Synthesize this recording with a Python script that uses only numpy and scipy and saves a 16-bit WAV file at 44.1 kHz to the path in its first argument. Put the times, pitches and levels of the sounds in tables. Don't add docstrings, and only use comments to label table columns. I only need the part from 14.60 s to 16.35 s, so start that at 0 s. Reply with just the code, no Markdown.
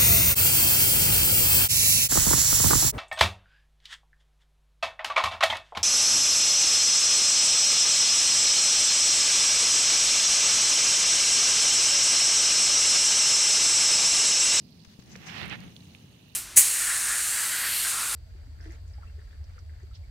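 import sys
import numpy as np
from scipy import signal
from scipy.fft import rfft, irfft
from scipy.io import wavfile

SR = 44100
rng = np.random.default_rng(int(sys.argv[2]) if len(sys.argv) > 2 else 0)


def dump(signal):
    limited = np.clip(np.atleast_2d(signal).T, -1, 1)
    pcm = np.round(limited * 32767).astype(np.int16)
    wavfile.write(sys.argv[1], SR, pcm)


N = 77175
T = np.arange(N) / SR

# pitch_hz, then early_left, early_right, late_left, late_right (all dB per Hz)
SPRAY_COLOUR = [(830,-99,-97,-94.5,-94), (1460,-108,-104,-103,-99.5), (2170,-108,-103,-104,-99),
                (2930,-109,-95.5,-105,-88), (3180,-109,-99,-104.5,-94.5), (4210,-107,-91,-103.5,-93),
                (4920,-105,-91.5,-101.5,-105), (6490,-106,-105,-97.5,-110), (7500,-110,-114,-108,-117),
                (9100,-108,-117,-105,-113), (13000,-116,-112,-113,-109.5)]
# time_s, left_db, right_db
SPRAY_LEVEL = [(0,-0.4,-1.1), (1.37,1.5,0.35), (1.5,-2.5,-1)]
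# pitch_hz, relative_db
FINE_COLOUR = [(5000,-10), (9500,14), (15000,15)]
TURN_START_S, TURN_END_S = 0.049, 1
DROPS_PER_S, DROP_SPREAD_DB = 3500, 4
PATTER_SHARE = 0.38
DROP_CYCLES, DROP_LOW_HZ, DROP_HIGH_HZ = 9.5, 1670, 16200
FINE_DROPS_PER_S, FINE_DB = 60, -82

# time_s, left_db, right_db
RUB_LEVEL = [(.45,-66,-72), (.52,-57.5,-57.5), (.585,-61,-55.5), (.64,-55,-47), (.675,-43.5,-46.5),
             (.69,-48.5,-38), (.745,-48.5,-41), (.775,-42,-34.5), (.795,-51,-37.5), (.818,-42.5,-31),
             (.885,-55,-42.5), (.925,-44.5,-31), (.955,-47,-37.5), (.972,-63,-52.5), (1.04,-57,-49),
             (1.11,-67,-61.5)]
# pitch_hz, left_db, right_db
RUB_COLOUR = [(298,5,-3.5), (610,-3,-10.5), (747,5,-1), (930,-0.5,-5.5), (1490,1.5,-1), (1920,1.5,3),
              (2730,-7,3), (4290,-13.5,-7.5), (5440,-7.5,-29), (7560,-24,-30.5)]
# time_s, left_db, right_db
BODY_LEVEL = [(.48,-53.5,-54), (.56,-54.5,-53), (.76,-66,-54), (.83,-40,-35), (.88,-44,-44),
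              (.97,-46,-45.5), (1.07,-49.5,-51)]
# pitch_hz, relative_db
BODY_COLOUR = [(50,-20), (175,3.5), (270,-11), (900,-24)]
RUB_EDGE_DB_PER_S = 250
SLIPS_PER_S, SLIP_SPREAD_DB = 3500, 2
AIR_PEAK_S, AIR_WIDTH_S = 0.75, 0.16
AIR_RIGHT_DB, AIR_LEFT_DB = -69, -78

# time_s, left_db, right_db
SWISH_LEVEL = [(.5,-60.5,-65), (.52,-50.5,-64), (.58,-69,-65), (.652,-68,-59), (.672,-44,-47),
               (.72,-70,-53), (.77,-68,-46.5), (.82,-67,-45.5), (.85,-66,-49)]
# time_s, pitch_hz
SWISH_PITCH = [(.66,5830), (.77,4630), (.84,3520)]
SWISH_WIDTH_HZ = 2080

# start_s, length_s, left_db, right_db
SCUFFS = [(0.248,0.0057,-49.5,-69), (0.257,0.0089,-59.5,-70), (0.283,0.06,-59,-82),
          (0.392,0.016,-61.5,-57.5), (0.421,0.0066,-53.5,-94), (0.5605,0.0038,-46,-43.5)]
# pitch_hz, relative_db
SCUFF_COLOUR = [(400,6.5), (2500,11), (6500,9), (9000,-10)]

# start_s, pitch_hz, spatter_decay_s, left_db, right_db
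TICKS = [(0.5554,1950,0.0009,-31,-24), (0.8576,10800,0.0006,-32,-40), (.8803,10200,0.0006,-35.5,-44),
         (.898,5200,.0008,-28.5,-39), (1.0042,4300,0.0014,-37,-35), (1.003,12500,0.0012,-47,-46),
         (1.039,10300,0.0012,-46,-49), (1.1648,3550,0.0017,-48,-31), (1.206,4000,.0012,-55,-42),
         (1.3355,3100,.001,-54,-38), (1.3493,2700,0.0017,-54,-33)]
# start_s, pitch_hz, decay_s, left_db, right_db
BUMPS = [(0.276,100,0.012,-39,-60), (0.3898,179,0.0028,-28.5,-40), (.559,462,0.0034,-39,-39.5)]
RISE_S = 0.00026
SPATTER_DB, REBOUND_S, REBOUND_DB = -8, 0.0035, -12

# pitch_hz, level_db_per_hz
WIND_COLOUR = [(20,-108), (55,-86), (80,-75.5), (120,-74.5), (190,-73.5), (310,-86), (420,-92), (600,-100),
               (2000,-130)]
# time_s, level_db
GUST_LEVEL = [(0,0.5), (.35,-2), (.6,2), (1.1,2.5), (1.75,-3)]
# pitch_hz, likeness (1 = identical)
WIND_LIKENESS = [(150,.96), (500,0.83)]

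EDGE_HZ = 15800


def spray():
    hiss = np.sqrt(1 - PATTER_SHARE) * rng.standard_normal((2, N))
    water = hiss + np.sqrt(PATTER_SHARE) * patter()
    early_and_late = colour(np.vstack([water, water]), SPRAY_COLOUR) * np.sqrt(SR / 2)
    early, late = early_and_late[:2], early_and_late[2:]
    turn = np.interp(T, [TURN_START_S, TURN_END_S], [0, 1])
    fine_drops = grains(FINE_DROPS_PER_S, spread_db=2.2, smear_s=0.0007)
    fine = unit(colour(fine_drops, FINE_COLOUR))
    return level(SPRAY_LEVEL) * ((1 - turn) * early + turn * late + amp(FINE_DB) * fine)


def patter(count=36):
    out = np.zeros((2, N))
    t = np.arange(SR // 50) / SR
    hits = sizes(DROPS_PER_S, DROP_SPREAD_DB) * rng.uniform(-0.87, 1, (2, N))
    blade = rng.integers(0, count, N)
    for k, hz in enumerate(np.geomspace(DROP_LOW_HZ, DROP_HIGH_HZ, count)):
        drop = ring(t, hz, DROP_CYCLES / hz / 2, 1 / hz)
        drops = signal.fftconvolve(hits * (blade == k), drop[None], axes=1)[:, :N]
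        out += np.sqrt(hz) * unit(drops)
    return unit(out)


def rub():
    slips = grains(SLIPS_PER_S, SLIP_SPREAD_DB, smear_s=0.0022)
    rasp = unit(band(colour(slips, RUB_COLOUR), lo_hz=324, hi_hz=8640))
    rasp *= level(RUB_LEVEL, RUB_EDGE_DB_PER_S)
    rumble = colour(rng.standard_normal((2, N)), BODY_COLOUR)
    body = unit(band(rumble, lo_hz=40, hi_hz=920)) * level(BODY_LEVEL, RUB_EDGE_DB_PER_S)
    air = unit(band(rng.standard_normal(N), lo_hz=12600, hi_hz=16700))
    air *= np.exp(-((T - AIR_PEAK_S) / AIR_WIDTH_S) ** 2)
    return rasp + body + air * amp([[AIR_LEFT_DB], [AIR_RIGHT_DB]])


def swish():
    hz = np.interp(T, *np.transpose(SWISH_PITCH))
    hiss = resonate(rng.standard_normal((2, N)), hz, SWISH_WIDTH_HZ)
    hiss = resonate(hiss, hz, SWISH_WIDTH_HZ)
    return unit(hiss) * level(SWISH_LEVEL, RUB_EDGE_DB_PER_S)


def scuffs():
    gate = np.zeros((2, N))
    for s, length_s, left, right in SCUFFS:
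        gate += amp([[left], [right]]) * (T >= s) * (T < s + length_s)
    rough = grains(per_s=3800, spread_db=0, smear_s=0.00044)
    return gate * unit(colour(rough, SCUFF_COLOUR))


def knocks():
    out = np.zeros((2, N))
    t = np.arange(SR // 10) / SR
    for s, hz, decay_s, left, right in TICKS:
        spatter = unit(band(rng.standard_normal((2, len(t))), hz * 0.68, hz * 1.45))
        spatter *= np.exp(-t / decay_s)
        tone = ring(t, hz, decay_s / 2, RISE_S)
        tick = amp([[left], [right]]) * (tone + amp(SPATTER_DB) * spatter)
        add(out, s, tick)
        add(out, s + REBOUND_S, amp(REBOUND_DB) * tick)
    for s, hz, decay_s, left, right in BUMPS:
        add(out, s, amp([[left], [right]]) * ring(t, hz, decay_s, RISE_S))
    return out


def wind():
    a, b = rfft(rng.standard_normal((2, N)))
    same = read(WIND_LIKENESS, np.fft.rfftfreq(N, 1 / SR))[0]
    right = same * a + np.sqrt(1 - same ** 2) * b
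    air = irfft(np.array([a, right]), N)
    return colour(air, WIND_COLOUR) * np.sqrt(SR / 2) * level(GUST_LEVEL)


def sizes(per_s, spread_db):
    strength = amp(spread_db * np.minimum(rng.exponential(1, N), 3.6))
    return strength * (rng.random(N) < per_s / SR)


def grains(per_s, spread_db, smear_s):
    impact_power = sizes(per_s, spread_db) ** 2 * rng.random((2, N))
    power = signal.lfilter([1], [1, -np.exp(-2 / (smear_s * SR))], impact_power)
    return unit(np.sqrt(power) * rng.standard_normal((2, N)))


def ring(t, hz, decay_s, rise_s):
    return (1 - np.exp(-t / rise_s)) * np.exp(-t / decay_s) * np.sin(2 * np.pi * hz * t)


def resonate(x, hz, width_hz):
    turn = np.exp(2j * np.pi * np.cumsum(hz) / SR)
    r = np.exp(-np.pi * width_hz / SR)
    return 2 * (turn * signal.lfilter([1 - r], [1, -r], x / turn)).real


def colour(x, points):
    log_gain = np.log(amp(read(points, abs(np.fft.fftfreq(4096, 1 / SR)))))
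    taps = np.fft.ifft(np.exp(np.conj(signal.hilbert(log_gain)))).real[:, :2048]
    return signal.fftconvolve(x, taps, axes=1)[:, :N]


def band(x, lo_hz, hi_hz, order=2):
    sos = signal.butter(order, [lo_hz, min(hi_hz, SR / 2 - 1000)], "band", fs=SR, output="sos")
    return signal.sosfilt(sos, x)


def read(points, hz):
    f, *cols = np.transpose(points)
    return np.array([np.interp(np.log(hz + 1), np.log(f + 1), c) for c in cols])


def level(points, edge_db_per_s=0):
    s, *cols = np.transpose(points)
    outside = np.maximum(s[0] - T, 0) + np.maximum(T - s[-1], 0)
    return amp(np.array([np.interp(T, s, c) for c in cols]) - edge_db_per_s * outside)


def amp(db):
    return 10 ** (np.asarray(db) / 20)


def unit(x):
    return x / np.sqrt(np.mean(x ** 2, -1, keepdims=True) + 1e-20)


def add(mix, s, sound):
    part = mix[:, round(s * SR):][:, :sound.shape[1]]
    part += sound[:, :part.shape[1]]


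def scene():
    return spray() + rub() + swish() + scuffs() + knocks() + wind()


def record(dry):
    taps = signal.firwin(511, EDGE_HZ, window=("kaiser", 9), fs=SR)
    return signal.oaconvolve(dry, taps[None], "same")


dry = scene()
out = record(dry)
dump(out)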